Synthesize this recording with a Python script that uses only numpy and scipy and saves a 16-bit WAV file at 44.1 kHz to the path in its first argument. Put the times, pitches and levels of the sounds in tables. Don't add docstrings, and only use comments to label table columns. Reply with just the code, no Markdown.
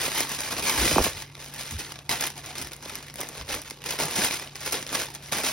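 import sys
import numpy as np
from scipy import signal
from scipy.fft import rfft, irfft, next_fast_len
from scipy.io import wavfile
from scipy.ndimage import uniform_filter1d

SR = 44100
rng = np.random.default_rng(int(sys.argv[2]) if len(sys.argv) > 2 else 0)


def bounce(signal):
    frames = np.transpose(np.atleast_2d(signal))
    limited = np.clip(frames, -1, 1)
    pcm = np.round(limited * 32767).astype(np.int16)
    wavfile.write(sys.argv[1], SR, pcm)


N = 243627
TIME = np.arange(N) / SR
SIZE = next_fast_len(N + 8192)
FREQ = np.maximum(np.arange(SIZE // 2 + 1) * SR / SIZE, 1)


def from_db(db):
    return 10 ** (np.asarray(db) / 20)


def rms_one(x):
    return x / np.sqrt(np.mean(x ** 2) + 1e-20)


def gains(points):
    hz, db = np.transpose(points)
    return from_db(np.interp(np.log(FREQ), np.log(hz), db))


def filtered(x, response):
    return irfft(rfft(x, SIZE) * response, SIZE)[..., :N]


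def below(hz):
    return 1 / (1 + (FREQ / hz) ** 4)


def drift(rate):
    knots = rng.standard_normal(4096)
    return rms_one(np.interp(TIME * rate, np.arange(len(knots)), knots))


def dying(energy, decay_s):
    r = np.exp(-1 / (decay_s * SR))
    return signal.lfilter([1 - r], [1, -r], energy + 1e-20)


def swell_and_fade(age):
    return age * np.exp(1 - age)


def pulling():
    # time of reaching full strength in seconds,
    # rustle in dB before the mix trim, attack in seconds, hold in seconds,
    # low-mid body of slack panels in dB before its trim.
    pulls = [(0.026, -27.5, 0.18, 0.037, -1), (0.178, -25, 0.05, 0.031, -2),
             (0.31, -30.5, 0.031, 0.038, -3), (0.387, -33, 0.0027, 0.09, -2),
             (0.507, -30, .002, 0.0092, 3.5), (0.576, -32, 0.017, 0.017, 3),
             (0.654, -24.5, 0.027, 0.045, 0), (0.786, -24, 0.077, 0.14, -1),
             (1.036, -25.5, 0.08, 0.018, -1.5), (1.169, -38, 0.025, 0.031, -4),
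             (1.391, -41.5, 0.012, 0.1, -3.5), (1.605, -33.5, 0.06, 0.0033, -2.5),
             (1.66, -40, 0.03, 0.032, -8), (1.715, -35, 0.003, 0.007, -12),
             (1.793, -32.5, 0.0098, 0.0092, -4), (1.881, -40.5, 0.045, 0.025, -1),
             (2.098, -26.5, 0.0024, 0.03, 1), (2.211, -30.5, 0.028, 0.034, -2.5),
             (2.374, -40.5, 0.02, 0.01, 1.5), (2.442, -40, 0.011, 0.07, 1.5),
             (2.555, -37, 0.002, 0.085, -0.5), (2.71, -45, 0.003, 0.0044, 5.5),
             (2.823, -41, 0.0075, 0.15, 1), (3.066, -45, 0.079, 0.016, -18),
             (3.183, -37.5, 0.012, 0.054, 2.5), (3.348, -40.5, 0.041, 0.049, 0.5),
             (3.498, -32, 0.019, 0.049, 2), (3.66, -40.5, 0.018, 0.016, -4), (3.855, -33, 0.006, 0.09, 0),
             (3.992, -27, 0.0035, 0.037, 3.5), (4.157, -26, 0.0045, 0.019, 1.5),
             (4.246, -25, 0.13, 0.012, -1.5), (4.321, -29.5, .01, 0.028, -2.5),
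             (4.42, -37.5, 0.016, 0.0046, 2.5), (4.668, -30.5, 0.055, .002, -2),
             (4.724, -27.5, 0.0081, 0.025, 1), (4.888, -39.5, 0.002, 0.025, 0),
             (4.944, -27, 0.033, .002, 1.5), (4.993, -29, 0.012, 0.022, -1.5),
             (5.148, -43, 0.022, 0.0033, 0), (5.232, -43, 0.012, 0.063, -6),
             (5.321, -29.2, 0.003, 0.078, 0.5), (5.439, -25.8, 0.003, 0.043, -2.5)]
    release_s = 0.045
    rest_db, rest_body_db = -52, 4
    jerk_db, jerks_per_s = 1.0, 40
    energy = np.full(N, from_db(rest_db) ** 2)
    slack = energy * from_db(rest_body_db) ** 2
    for s, db, attack, hold, body_db in pulls:
        before = np.maximum(s - TIME, 0) / attack
        after = np.maximum(TIME - s - hold, 0) / release_s
        pull = from_db(db) ** 2 * np.exp(-2 * np.minimum(before + after, 20))
        energy = energy + pull
        slack = slack + pull * from_db(body_db) ** 2
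    level = 10 * np.log10(energy) + jerk_db * np.tanh(drift(jerks_per_s))
    return level, 10 * np.log10(slack / energy)


def buckles(level, per_s, growth, size_db, clump_db):
    born = rng.random(N) < per_s * from_db(growth * (level - np.mean(level))) / SR
    clumps = np.tanh(drift(170))
    sizes = np.minimum(rng.exponential(1, N), 2.6)
    energy = born * from_db(size_db * sizes + clump_db * clumps) ** 2
    local_mean = uniform_filter1d(uniform_filter1d(energy, size=1000), size=700)
    return energy / (local_mean + 0.00082)


def stray_snaps(level, count=200):
    per_s, follows = 24, 1.0
    mean_db, spread_db, tilt_db, decay_s = -40, 2.3, 7.5, .0004
    when, chance = rng.random((count, 2)).T
    strength, tilt = np.clip(rng.standard_normal((count, 2)), -2, 2).T
    at = (when * (N - 1)).astype(int)
    db = mean_db + follows * (level[at] - np.mean(level)) + spread_db * strength
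    rows = np.column_stack([at / SR, db, tilt_db * tilt, np.full(count, decay_s)])
    return rows[chance < per_s * N / SR / count]


def snaps(rows, treble, longer, own_db, size=1500):
    out, t = np.zeros(N + size), np.arange(size) / SR
    colours = own_db * rng.uniform(-1.2, 1, size)
    for (s, db, tilt, decay), colour in zip(rows, colours):
        at = max(round(s * SR), 0)
        fall = np.exp(-t / (decay * longer))
        gain = from_db(db + tilt * (treble - 0.38) + colour)
        out[at:at + size] += gain ** 2 * fall / np.sum(fall)
    return out[:N]


def crinkle(level, body, rustle_db, body_db, bright_db, snap_db, snap_bass_db, rub, bass_rub, own_db,
            ring_s, ring_slope, snap_slope, box_s, box_db, snap_box_db):
    # start in seconds, level in dB before the mix trim,
    # treble tilt in dB, energy decay in seconds at 5 kHz.
    large_creases = [(0.0173, -31, 0, 0.0004), (0.1173, -24, -1, 0.0014), (0.2043, -19, 7, 0.0023),
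                     (0.2926, -29, 9, 0.0015), (0.3176, -27, 6, 0.0012), (0.3481, -30, 1, 0.00058),
                     (0.3891, -25, -3, 0.0012), (0.4051, -24, 7, 0.0018), (0.5094, -32, 2, 0.0006),
                     (0.5665, -28, -12, 0.0014), (0.5831, -28, 3, 0.00076), (0.595, -27, 2, 0.0008),
                     (0.6958, -19.5, 6, 0.0008), (0.8769, -23, -8, 0.0018), (0.912, -20, -7, 0.001),
                     (0.982, -24.5, 8, 0.0014), (1.0402, -20.5, 15, 0.0035), (1.1319, -34.5, -6, 0.0013),
                     (1.222, -30, 1, 0.0004), (1.2253, -33.5, -5, 0.0005), (1.3525, -37, -9, 0.0002),
                     (1.3685, -44, -8, 0.0006), (1.4434, -40, 12, 0.0004), (1.4547, -41, 12, 0.0005),
                     (1.5392, -37, 18, 0.0008), (1.602, -33, -1, 0.0009), (1.6105, -33, 6, 0.0015),
                     (1.709, -28.5, 7, 0.0015), (1.7245, -37, 8, 0.0011), (1.9209, -29, -1, 0.00081),
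                     (1.957, -36, -9, 0.0015), (1.9893, -35.5, -8, 0.0013), (2.093, -18.5, 2, 0.00091),
                     (2.115, -25, 3, 0.00096), (2.2095, -21, 10, 0.00082), (2.224, -23.5, -3, 0.0012),
                     (2.2387, -21, -4, 0.002), (2.2667, -25.5, 12, 0.001), (2.2715, -23.5, 4, 0.0011),
                     (2.3025, -32.5, 2, 0.0005), (2.3787, -32.5, 1, 0.00092), (2.4611, -33, 5, 0.00047),
                     (2.554, -31, -6, 0.0015), (2.5687, -36, -6, 0.00018), (2.5823, -29, 8, 0.00083),
                     (2.615, -27, 6, 0.0018), (2.6237, -28, 7, 0.00024), (2.6719, -33.5, 9, 0.00044),
                     (2.7186, -34.5, 0, 0.00077), (2.7321, -30, 4, 0.0025), (2.7646, -42, 12, 0.0005),
                     (2.808, -51, 0, 0.0006), (2.8582, -36.5, 2, 0.00025), (2.8958, -29.5, -4, 0.0018),
                     (2.9546, -27.5, 4, 0.0006), (3.0268, -36.5, -3, 0.0012), (3.083, -37, -8, 0.0007),
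                     (3.0994, -37, -8, 0.00056), (3.1411, -35.5, 8, 0.00027), (3.1578, -30, 4, 0.00024),
                     (3.173, -43, 8, 0.0007), (3.2061, -29, 13.5, 0.00028), (3.2128, -26, 6, 0.00038),
                     (3.2325, -31, 0, 0.001), (3.2888, -32.5, 13, 0.00017), (3.3802, -35, -2, 0.00052),
                     (3.4123, -34.5, -18, 0.00049), (3.49, -36, -9, 0.0015), (3.527, -25.5, -6, 0.0022),
                     (3.5422, -26.5, -11, 0.00076), (3.549, -30, 9, 0.0008), (3.6176, -34.5, 9, 0.00064),
                     (3.7001, -32, 6, 0.001), (3.7083, -29, 1, 0.001), (3.819, -36.5, -4, 0.00081),
                     (3.84, -30.5, -1, 0.0012), (3.861, -24.5, 0, 0.0016), (3.907, -19.5, 0.5, 0.0023),
                     (3.9344, -34, 15, 0.00025), (3.989, -24, -6, 0.00077), (4.111, -26.5, 5, 0.00052),
                     (4.248, -16.5, 5, 0.0004), (4.3094, -23, -11, 0.0012), (4.3971, -28.5, -2, 0.0008),
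                     (4.4547, -49, -4, 0.0005), (4.4737, -36.5, -7, 0.0013), (4.556, -28.5, -3, 0.00093),
                     (4.5646, -33.5, -1, 0.00054), (4.6065, -32, 3, 0.0026), (4.6619, -28, 6, 0.0003),
                     (4.6759, -26.5, -11, 0.00067), (4.7229, -25, 12, 0.0013), (4.729, -22, 9, 0.0013),
                     (4.8265, -27.5, 0, 0.00091), (4.8662, -30.5, -9, 0.00044), (4.8749, -34, 4, 0.0006),
                     (4.8915, -33, -7, 0.0006), (4.9504, -22.5, -3, 0.0015), (4.9547, -20, 4, 0.0017),
                     (5.057, -35, 4, 0.0013), (5.1036, -36.5, 7, 0.0009), (5.142, -38, 8, 0.00073),
                     (5.1498, -31, 7, 0.001), (5.156, -36.5, -9, 0.0011), (5.3167, -34, -5, 0.00087),
                     (5.3228, -19, -5, 0.0017), (5.3296, -24, 2, 0.00089), (5.3842, -23, 4, 0.0006),
                     (5.4352, -23.5, 8, 0.00073), (5.4485, -26, 2, 0.0002)]
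    # rustle level in dB, treble in dB before its trim.
    brightness = [(-46.5, -7), (-51, -6.5), (-22.5, 0.5)]
    # frequency in Hz, density in dB per Hz.
    paper_colour = [(60, -14.5), (170, -3.5), (380, 0.2), (600, -2), (900, -1.1), (1400, -3.5),
                    (2200, -0.2), (4400, -3.5), (5100, -2), (8000, -3.5), (10500, -7), (13000, -11),
                    (15600, -7.5)]
    bands_hz = np.geomspace(220, 14000, 10)
    bright = np.interp(level, *np.transpose(brightness))
    snapping = np.vstack([large_creases, stray_snaps(level)])
    creases = buckles(level, per_s=850, growth=0.51, size_db=0.5, clump_db=3.8)
    out = 0
    for hz, only in zip(bands_hz, np.eye(len(bands_hz))):
        bass = np.interp(hz, [700, 1700], [1, 0])
        treble = np.interp(hz, [4000, 10000], [0, 1])
        gain = from_db(level + rustle_db + bass * (body + body_db) + treble * (bright + bright_db))
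        colour = rms_one(from_db(own_db * np.tanh(drift(500)))) ** 2
        sliding = np.clip(rub * from_db(.5 * (level - np.max(level))) + bass * bass_rub, 0, 1)
        rustle = (1 - sliding) * creases * colour + sliding
        ring = ring_s * (3000 / hz) ** ring_slope
        direct = dying(gain ** 2 * rustle, ring)
        cracks = snaps(snapping, treble, (5000 / hz) ** snap_slope, own_db=1.0)
        cracks = from_db(snap_db + bass * snap_bass_db) ** 2 * cracks
        walls = dying(from_db(box_db) ** 2 * direct + from_db(snap_box_db) ** 2 * cracks, box_s)
        noise = np.sqrt(direct + cracks + walls) * rng.choice([-1, 1], (2, N))
        band = np.sqrt(np.interp(np.log(FREQ), np.log(bands_hz), only))
        out = out + filtered(noise, band * gains(paper_colour))
    return out


def moving_echoes(x, strength_db, delay_s, travel, count=3):
    gain, out = from_db(strength_db), x
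    for k in range(count):
        delay = delay_s * (k + 1) * np.exp(travel * drift(9))
        source = np.maximum(np.arange(N) - np.round(delay * SR).astype(int), 0)
        out = out + (-1) ** k * gain * x[:, source]
    return out / np.sqrt(1 + count * gain ** 2)


def room_tail(x, level_db, decay_s, size=14000):
    tail = rng.standard_normal((2, size)) * np.exp(-np.arange(size) / (decay_s * SR))
    tail = tail / np.sqrt(np.sum(tail ** 2, axis=1, keepdims=True))
    return from_db(level_db) * signal.oaconvolve(x[None], tail, axes=1)[:, :N]


def room_tone():
    # frequency in Hz, density in dB per Hz.
    room_colour = [(25, -21), (60, -1), (80, 1), (105, 7), (140, 2), (200, 0), (400, -5), (1000, -39),
                   (4000, -21), (15000, -31)]
    room_db, hum_hz, hum_db = -55, 140.9, -52
    phase = 2 * np.pi * hum_hz * TIME + 0.35 * drift(6.6)
    hum = np.sqrt(2) * np.sin(phase) * from_db(hum_db + 1.1 * drift(3.5))
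    noise = rms_one(filtered(rng.standard_normal(N), gains(room_colour)))
    return hum + from_db(room_db) * noise


def air(level, level_db, low_hz, high_hz):
    # centre in seconds, peak in dB before the mix trim,
    # half length in seconds.
    fanned_puffs = [(0.6, -48, 0.03), (0.828, -28.5, 0.047), (0.94, -30, 0.017), (1.013, -24, 0.019),
                    (1.088, -33, 0.01), (1.168, -46, 0.027), (1.757, -34, 0.027), (2.125, -52, 0.039),
                    (2.64, -44, 0.019), (3.423, -39.5, 0.027), (3.543, -46, 0.029)]
    draught_db, follows = -55, 0.17
    flow = from_db(draught_db + follows * (level - np.mean(level)))
    for s, db, half in fanned_puffs:
        flow = flow + from_db(db) * np.exp(-np.minimum(((TIME - s) / half) ** 2, 20))
    rumble = filtered(rng.standard_normal(N), below(high_hz) * (1 - below(low_hz)))
    swell = np.sqrt(uniform_filter1d(rumble ** 2, size=1800))
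    return filtered(from_db(level_db) * flow * rumble / swell, (1 - below(low_hz)) ** 2)


def pops(level_db, rough, lowest_hz, size=3000):
    # start in seconds, peak in dB before the mix trim,
    # starting pitch in Hz, rise time in seconds.
    flips = [(0.08, -18, 940, 0.0013), (0.205, -15, 1460, 0.001), (0.913, -16, 1270, 0.003),
             (0.9584, -14, 1780, 0.0024), (0.9637, -8, 715, 0.0028), (0.9820, -2, 1890, 0.00141),
             (0.991, -8, 980, 0.0014), (1.002, -11.5, 1030, 0.0012), (1.012, -14, 800, 0.0013),
             (1.065, -11, 1460, 0.0014), (2.858, -28, 1060, 0.0021), (3.196, -31, 1480, 0.0035),
             (3.231, -29.5, 1090, 0.0022), (3.3, -30.5, 900, 0.0016), (3.716, -30, 696, 0.0014),
             (3.936, -26, 1320, 0.0028), (4.003, -25, 1920, 0.0021), (4.427, -35, 1110, 0.0015),
             (4.948, -23, 1500, 0.002), (5.324, -24, 1490, 0.0021), (5.4388, -15.5, 1490, 0.0012)]
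    out, t = np.zeros(N + size), np.arange(size) / SR
    for s, db, hz, rise in flips:
        age, at = t / rise, round(s * SR)
        chirp = np.sin(2 * np.pi * hz * rise * np.log1p(age))
        wrinkles = rms_one(uniform_filter1d(rng.standard_normal(size), size=26))
        out[at:at + size] += from_db(db + level_db) * swell_and_fade(age) * (chirp + rough * wrinkles)
    return signal.sosfilt(signal.butter(2, lowest_hz, "high", fs=SR, output="sos"), out[:N])


def bumps(level_db, rough, size=6000):
    # start in seconds,
    # peak in dB before the mix trim, pitch in Hz, rise time in seconds.
    contacts = [(0.211, -38, 256, 0.0062), (0.785, -29, 290, 0.0034), (0.813, -23, 374, 0.0039),
                (0.824, -22.5, 240, 0.0037), (0.838, -19.5, 338, 0.0072), (0.857, -20.5, 245, .004),
                (0.922, -21, 130, 0.0043), (0.997, -19, 70.4, 0.007), (1.017, -19, 55, 0.0046),
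                (1.051, -25.5, 196, 0.0046), (1.72, -34, 218, 0.0092), (1.725, -31, 116, 0.0042),
                (1.745, -30, 62, 0.01), (2.866, -44, 258, 0.0036), (2.925, -35, 242, 0.0049),
                (2.983, -40, 250, 0.0029), (3.188, -33, 576, 0.0048), (3.352, -33.5, 490, 0.0021),
                (3.408, -40, 72, .009), (4.015, -34, 343, 0.005), (4.044, -28, 147, 0.011),
                (4.183, -24, 203, 0.0065), (4.246, -25, 140, 0.0018), (4.716, -44, 270, 0.0046)]
    out, t = np.zeros(N + size), np.arange(size) / SR
    for s, db, hz, rise in contacts:
        age, at = t / rise, round(s * SR)
        octave = signal.butter(2, [hz, 2 * hz], "band", fs=SR, output="sos")
        scuff = rms_one(signal.sosfilt(octave, rng.standard_normal(size)))
        panel = np.sin(2 * np.pi * hz * t)
        out[at:at + size] += from_db(db + level_db) * swell_and_fade(age) * (panel + rough * scuff)
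    return out[:N]


def scene():
    # frequency in Hz, phase in radians by which the left leads.
    port_phase = [(0, 0), (2000, 0), (2600, .8), (4500, .7), (4900, -.1), (5400, .2), (7300, 3.0),
                  (8100, 3.25), (10500, 6.2), (11600, 6.35), (13800, 9.3), (14700, 9.5), (15700, 10.5)]
    # frequency in Hz, gain in dB.
    spread = [(100, -23), (400, -13), (1100, -10), (1800, -20.5), (2900, -6), (4500, -8.5), (5300, -7.5),
              (6800, -17), (7700, -24.5), (9300, -2.5), (11000, -30), (12600, -3), (14200, -17),
              (15700, -13)]
    level, body = pulling()
    paper = crinkle(level, body, rustle_db=5.0, body_db=0.5, bright_db=0.5, snap_db=25.5, snap_bass_db=-3.0,
                    rub=0.31, bass_rub=0.024, own_db=4.0, ring_s=0.001, ring_slope=0.39, snap_slope=0.18,
                    box_s=0.0051, box_db=-6.5, snap_box_db=-9.5)
    paper = moving_echoes(paper, strength_db=-14.5, delay_s=.0013, travel=.4)
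    to_right = np.array([[1], [-.8]])
    paper = paper + pops(level_db=-5.5, rough=0.42, lowest_hz=158) * to_right
    common, apart = paper + room_tail(paper[0], level_db=-12.0, decay_s=0.026)
    common = common + room_tone() + air(level, level_db=2.5, low_hz=40.0, high_hz=60.3)
    common = common + bumps(level_db=-5, rough=0.31)
    sides = np.array([[1], [-1]])
    both = common + sides * filtered(apart, gains(spread))
    lead = np.interp(FREQ, *np.transpose(port_phase))
    return filtered(both, np.exp(.5j * sides * lead)) * from_db(-.15 * sides)


def record(dry):
    return filtered(dry, 1 / np.sqrt(1 + (FREQ / 15850) ** 240))


dry = scene()
out = record(dry)
bounce(out)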